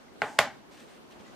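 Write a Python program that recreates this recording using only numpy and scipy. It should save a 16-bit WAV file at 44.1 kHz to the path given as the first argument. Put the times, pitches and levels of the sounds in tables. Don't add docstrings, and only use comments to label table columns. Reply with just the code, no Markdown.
import sys
import numpy as np
from scipy import signal
from scipy.io import wavfile

SR = 44100
rng = np.random.default_rng(int(sys.argv[2]) if len(sys.argv) > 2 else 0)


def level_to_linear(level):
    exponent = np.asarray(level, float) / 20
    return 10 ** exponent


def store_pcm(level_fs):
    pcm = np.round(np.clip(level_fs, -1, 1) * 32767).astype(np.int16)
    wavfile.write(sys.argv[1], SR, np.atleast_2d(pcm).T)


N = 59535

# [Hz, brightness]
EDGE_TOUCHES = [
    (0.2188, -10.5, 3160),
    (0.2202, -21.5, 2970),
    (0.2236, -33, 1490),
    (0.2305, -40, 1500),
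    (0.2400, -22.5, 1500),
    (0.2996, -38, 2500),
]
# [Hz, brightness]
FLAT_TOUCHES = [
    (0.3899, -4, 9600),
    (0.3917, -6, 1360),
    (0.3942, -11.5, 6900),
    (0.3973, -21.5, 1980),
]
# pitch_hz [Hz], level_db [dB], t60_s [s]
EDGE_MODES = [(423, 5.5, 0.055), (584, -9.5, 0.011), (690, 0, 0.02), (840, -3, 0.046), (1104, -3, 0.0157),
              (1565, 4, 0.011), (1984, 6, 0.0052), (2500, -13.5, 0.0035), (2900, -9, 0.0033),
              (3970, -9, 0.0019)]
# pitch_hz [Hz], level_db [dB], t60_s [s]
FLAT_MODES = [(398, -2.5, 0.098), (646, 0, 0.036), (834, -2.5, 0.049), (1060, 0.5, 0.013), (1480, -3, .01),
              (1810, 2.5, 0.0098), (2150, 3.5, .01), (2840, -8.5, 0.012), (3200, 4.5, 0.0025),
              (4200, -16, 0.0012), (5000, -11, 0.0011), (6100, -9, 0.0018), (7250, -33, 0.0016)]


def at_hz(points, hz):
    points = np.array(points)
    return np.interp(np.log(hz), np.log(points[:, 0]), points[:, 1])


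def rms_one(x):
    return x / np.sqrt(np.mean(x ** 2) + 1e-20)


def butter(x, order, hz, kind):
    return signal.sosfilt(signal.butter(order, hz, kind, fs=SR, output="sos"), x)


def click_at(start_s, level_db):
    click = np.full(N, 1e-18)
    click[int(start_s * SR)] = level_to_linear(level_db)
    return click


def drift(rate_hz):
    pole = np.exp(-80 * np.pi * rate_hz / SR)
    noise = rng.standard_normal(N // 40 + 2002)
    slow = signal.lfilter([1], [1, -2 * pole, pole * pole], noise)[2000:]
    return np.interp(np.arange(N) / 40, np.arange(len(slow)), rms_one(slow))


def ring(clicks, pitch_hz, t60_s):
    pole = level_to_linear(-60 / (t60_s * SR))
    turn = 2 * np.pi * pitch_hz / SR
    return signal.lfilter([0, np.sin(turn)], [1, -2 * pole * np.cos(turn), pole * pole], clicks + 1e-18)


def bands(gain_db, likeness):
    out = 0
    edges = 25 * 2 ** np.arange(0, 9.6, .5)
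    white = rng.standard_normal((2, 2, N + 4000))
    for k, (low, high) in enumerate(zip(edges, edges[1:])):
        mid, side = butter(white[k % 2], 2, [low, high], "band")[:, 4000:]
        hz = np.sqrt(low * high)
        alike = np.clip(at_hz(likeness, hz), -1, 1)
        stereo = np.sqrt(1 + alike) * mid + np.sqrt(1 - alike) * side * [[1], [-1]]
        out = out + level_to_linear(gain_db(hz)) * stereo
    return out


def room_hum():
    # pitch_hz [Hz], level_db [dB per Hz]
    spectrum = [(15, -50), (25, -14.5), (134, -8), (236, -2.5), (734, -9.5), (1480, -14.5), (2110, -22.5),
                (2840, -20.5), (16000, -40.5)]
    # pitch_hz [Hz], likeness [-1 to 1]
    likeness = [(60, -0.59), (130, -0.58), (290, 0.26), (1400, -0.14), (15000, -0.2)]
    level_db, sway_db, flicker_db = -51.5, .6, 1.3
    sway = sway_db * drift(4.4)
    bed = bands(lambda hz: at_hz(spectrum, hz) + sway + flicker_db * drift(6.6), likeness)
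    return level_to_linear(level_db) * rms_one(bed)


def glove_taps():
    # start_s [s], level_db [dB], pitch_hz [Hz], t60_s [s]
    tap_table = [
        (0.083, -53, 2080, .04),
        (0.775, -50, 3000, .004),
        (0.777, -57, 5800, .025),
        (1.116, -50.5, 2880, 0.0044),
        (1.123, -53, 3300, .005),
        (1.202, -52.5, 3130, 0.017),
        (1.262, -54.5, 1978, 0.09),
        (1.265, -58, 6840, .03),
        (0.91, -60, 9070, 0.022),
    ]
    return sum(ring(click_at(start_s, level_db), pitch_hz, t60_s)
               for start_s, level_db, pitch_hz, t60_s in tap_table)


def rubbing(gestures, spectrum, alike, grain_db, flicker_db):
    t = np.arange(N) / SR
    stroke = np.zeros(N)
    for start_s, rise_s, hold_s, fall_s, level_db in gestures:
        corners = np.cumsum([start_s, rise_s, hold_s, fall_s])
        stroke += level_to_linear(level_db) * np.interp(t, corners, [0, 1, 1, 0])
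    grain = grain_db * drift(133)

    def gain_db(hz):
        low_cut_db = 24 * max(0, np.log2(spectrum[0][0] / hz))
        return at_hz(spectrum, hz) - low_cut_db + grain + flicker_db * drift(5)

    return stroke * rms_one(bands(gain_db, [(20, alike)]))


def edge_slide():
    # start_s [s], rise_s [s], hold_s [s], fall_s [s], level_db [dB]
    gestures = [
        (0.215, 0.041, 0.038, 0.17, -52.5),
    ]
    # pitch_hz [Hz], level_db [dB per Hz]
    spectrum = [(500, 6), (1000, 1.5), (2000, 1.5), (4000, -9.5), (5500, -3.5), (8000, -5.5),
                (10500, -23.5), (16000, -18)]
    hiss = rubbing(gestures, spectrum, alike=0.87, grain_db=0.5, flicker_db=0.4)
    return hiss + level_to_linear(-22) * ring(hiss.mean(axis=0), pitch_hz=878, t60_s=0.053)


def strike(touches, modes, ring_share=1):
    # pitch_hz [Hz], level_db [dB], t60_s [s]
    table_modes = [(95.3, -26.5, 0.069), (139, -28.5, 0.15), (183, -20.5, 0.062), (258.4, -16, 0.061)]
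    longest_ring_s = .042
    radiates_above_hz = 627
    push = np.zeros(N)
    for start_s, level_db, contact_hz in touches:
        push += butter(click_at(start_s, level_db - 9), 2, contact_hz, "low")
    lid, table = np.zeros(N), np.zeros(N)
    for pitch_hz, level_db, t60_s in modes:
        lid += level_to_linear(level_db) * ring(push, pitch_hz, ring_share * min(t60_s, longest_ring_s))
    for k, (pitch_hz, level_db, t60_s) in enumerate(table_modes):
        table += (-1) ** k * level_to_linear(level_db) * ring(push, pitch_hz, t60_s)
    return butter(lid, 4, radiates_above_hz, "high") + table


def contact_cracks():
    # start_s [s], level_db [dB], rise_s [s], t60_s [s], tilt_db [dB per octave]
    bursts = [
        (0.2190, -38, 0.00094, 0.02, -7),
        (0.3899, -17, 0.0025, .007, 0.5),
        (0.3928, -34, 0.00031, 0.01, 7),
    ]
    # pitch_hz [Hz], level_db [dB per Hz]
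    spectrum = [(1500, 13.5), (3000, 9), (6000, 2), (9000, 4.5), (12000, -15), (16000, -9)]
    # pitch_hz [Hz], likeness [0 to 1]
    likeness = [(2000, .95), (5000, 1), (8000, 0.53), (13000, 0)]
    t = np.arange(N) / SR

    def gain_db(hz):
        height = 1e-12
        for start_s, level_db, rise_s, t60_s, tilt_db in bursts:
            since = t - start_s
            fall_db = np.clip(60 * since / t60_s, 0, 300)
            swell = np.clip(1 + since / rise_s, 0, 1) ** 2
            height = height + level_to_linear(level_db + tilt_db * np.log2(hz / 4000) - fall_db) * swell
        low_cut_db = 24 * max(0, np.log2(1500 / hz))
        return at_hz(spectrum, hz) - low_cut_db + 20 * np.log10(height)

    return bands(gain_db, likeness)


def rim_roll():
    roll_s, start_db, end_db = .0038, -30, -23
    drop_s = FLAT_TOUCHES[0][0]
    return [(drop_s - roll_s * (1 - along), start_db + (end_db - start_db) * along + 6 * (uneven - .5), 9000)
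            for along, uneven in rng.random((14, 2))]


def glove_rustle():
    # start_s [s], rise_s [s], hold_s [s], fall_s [s], level_db [dB]
    gestures = [
        (0.70, 0.023, 0.096, 0.098, -58.5),
        (0.87, 0.033, 0.063, 0.036, -63),
        (1.105, 0.0038, 0.015, 0.039, -58),
        (1.19, 0.0058, 0.0086, 0.027, -60),
        (1.24, 0.01, .08, .1, -64),
    ]
    # pitch_hz [Hz], level_db [dB per Hz]
    spectrum = [(800, -6), (2000, 3.5), (3500, -0.5), (6000, -7), (9000, -7.5), (12000, -46), (16000, -10)]
    return rubbing(gestures, spectrum, alike=0.81, grain_db=2, flicker_db=0.5)


def towards_walls():
    # start_s [s], level_db [dB], top_hz [Hz]
    snaps = [
        (0.2190, -15, 6040),
        (0.3900, -20.5, 11700),
    ]
    ring_share = .45
    out = strike(EDGE_TOUCHES[:1], EDGE_MODES, ring_share) + strike(FLAT_TOUCHES[:1], FLAT_MODES, ring_share)
    for start_s, level_db, top_hz in snaps:
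        out += butter(click_at(start_s, level_db), 2, [1000, top_hz], "band")
    return out


def room(x):
    # pitch_hz [Hz], t60_s [s]
    decay = [(100, 0.51), (400, 0.25), (800, .28), (1500, 0.31), (3000, 0.25), (6000, 0.25), (12000, 0.17)]
    # pitch_hz [Hz], level_db [dB]
    colour = [(100, -10.5), (450, 0.5), (800, -3), (1500, -4), (2500, -5.5), (5000, -1), (12000, 6.5)]
    # pitch_hz [Hz], likeness [0 to 1]
    likeness = [(60, 0.64), (290, 1), (640, 0.97), (1410, 0.91), (3100, 0.63), (6820, 0.26), (15000, 0)]
    level_db, gap_s = -29.5, 0.0045
    t = np.arange(N) / SR
    reply = bands(lambda hz: level_db + at_hz(colour, hz) - 60 * t / at_hz(decay, hz), likeness)
    reply = reply * np.clip(t / gap_s - .5, 0, 1)
    return signal.fftconvolve(x[None], reply, axes=1)[:, :N]


def scene():
    port_lag_s = .00001
    taps = glove_taps()
    edge = strike(EDGE_TOUCHES, EDGE_MODES)
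    flat = strike([*FLAT_TOUCHES, *rim_roll()], FLAT_MODES)
    near = edge + flat + taps
    n = np.arange(N)
    direct = np.array([near, np.interp(n - port_lag_s * SR, n, near)]) + contact_cracks()
    reflections = room(towards_walls() + taps)
    return direct + reflections + room_hum() + edge_slide() + glove_rustle()


def band_limit(x):
    return signal.sosfilt(signal.butter(12, 16790, fs=SR, output="sos"), x)


def record(dry):
    rounded = np.tanh(dry)
    cutoff_hz = 16300
    mix = signal.sosfilt(signal.cheby2(12, 70, cutoff_hz, fs=SR, output="sos"), rounded)
    return band_limit(mix)


dry = scene()
out = record(dry)
store_pcm(out)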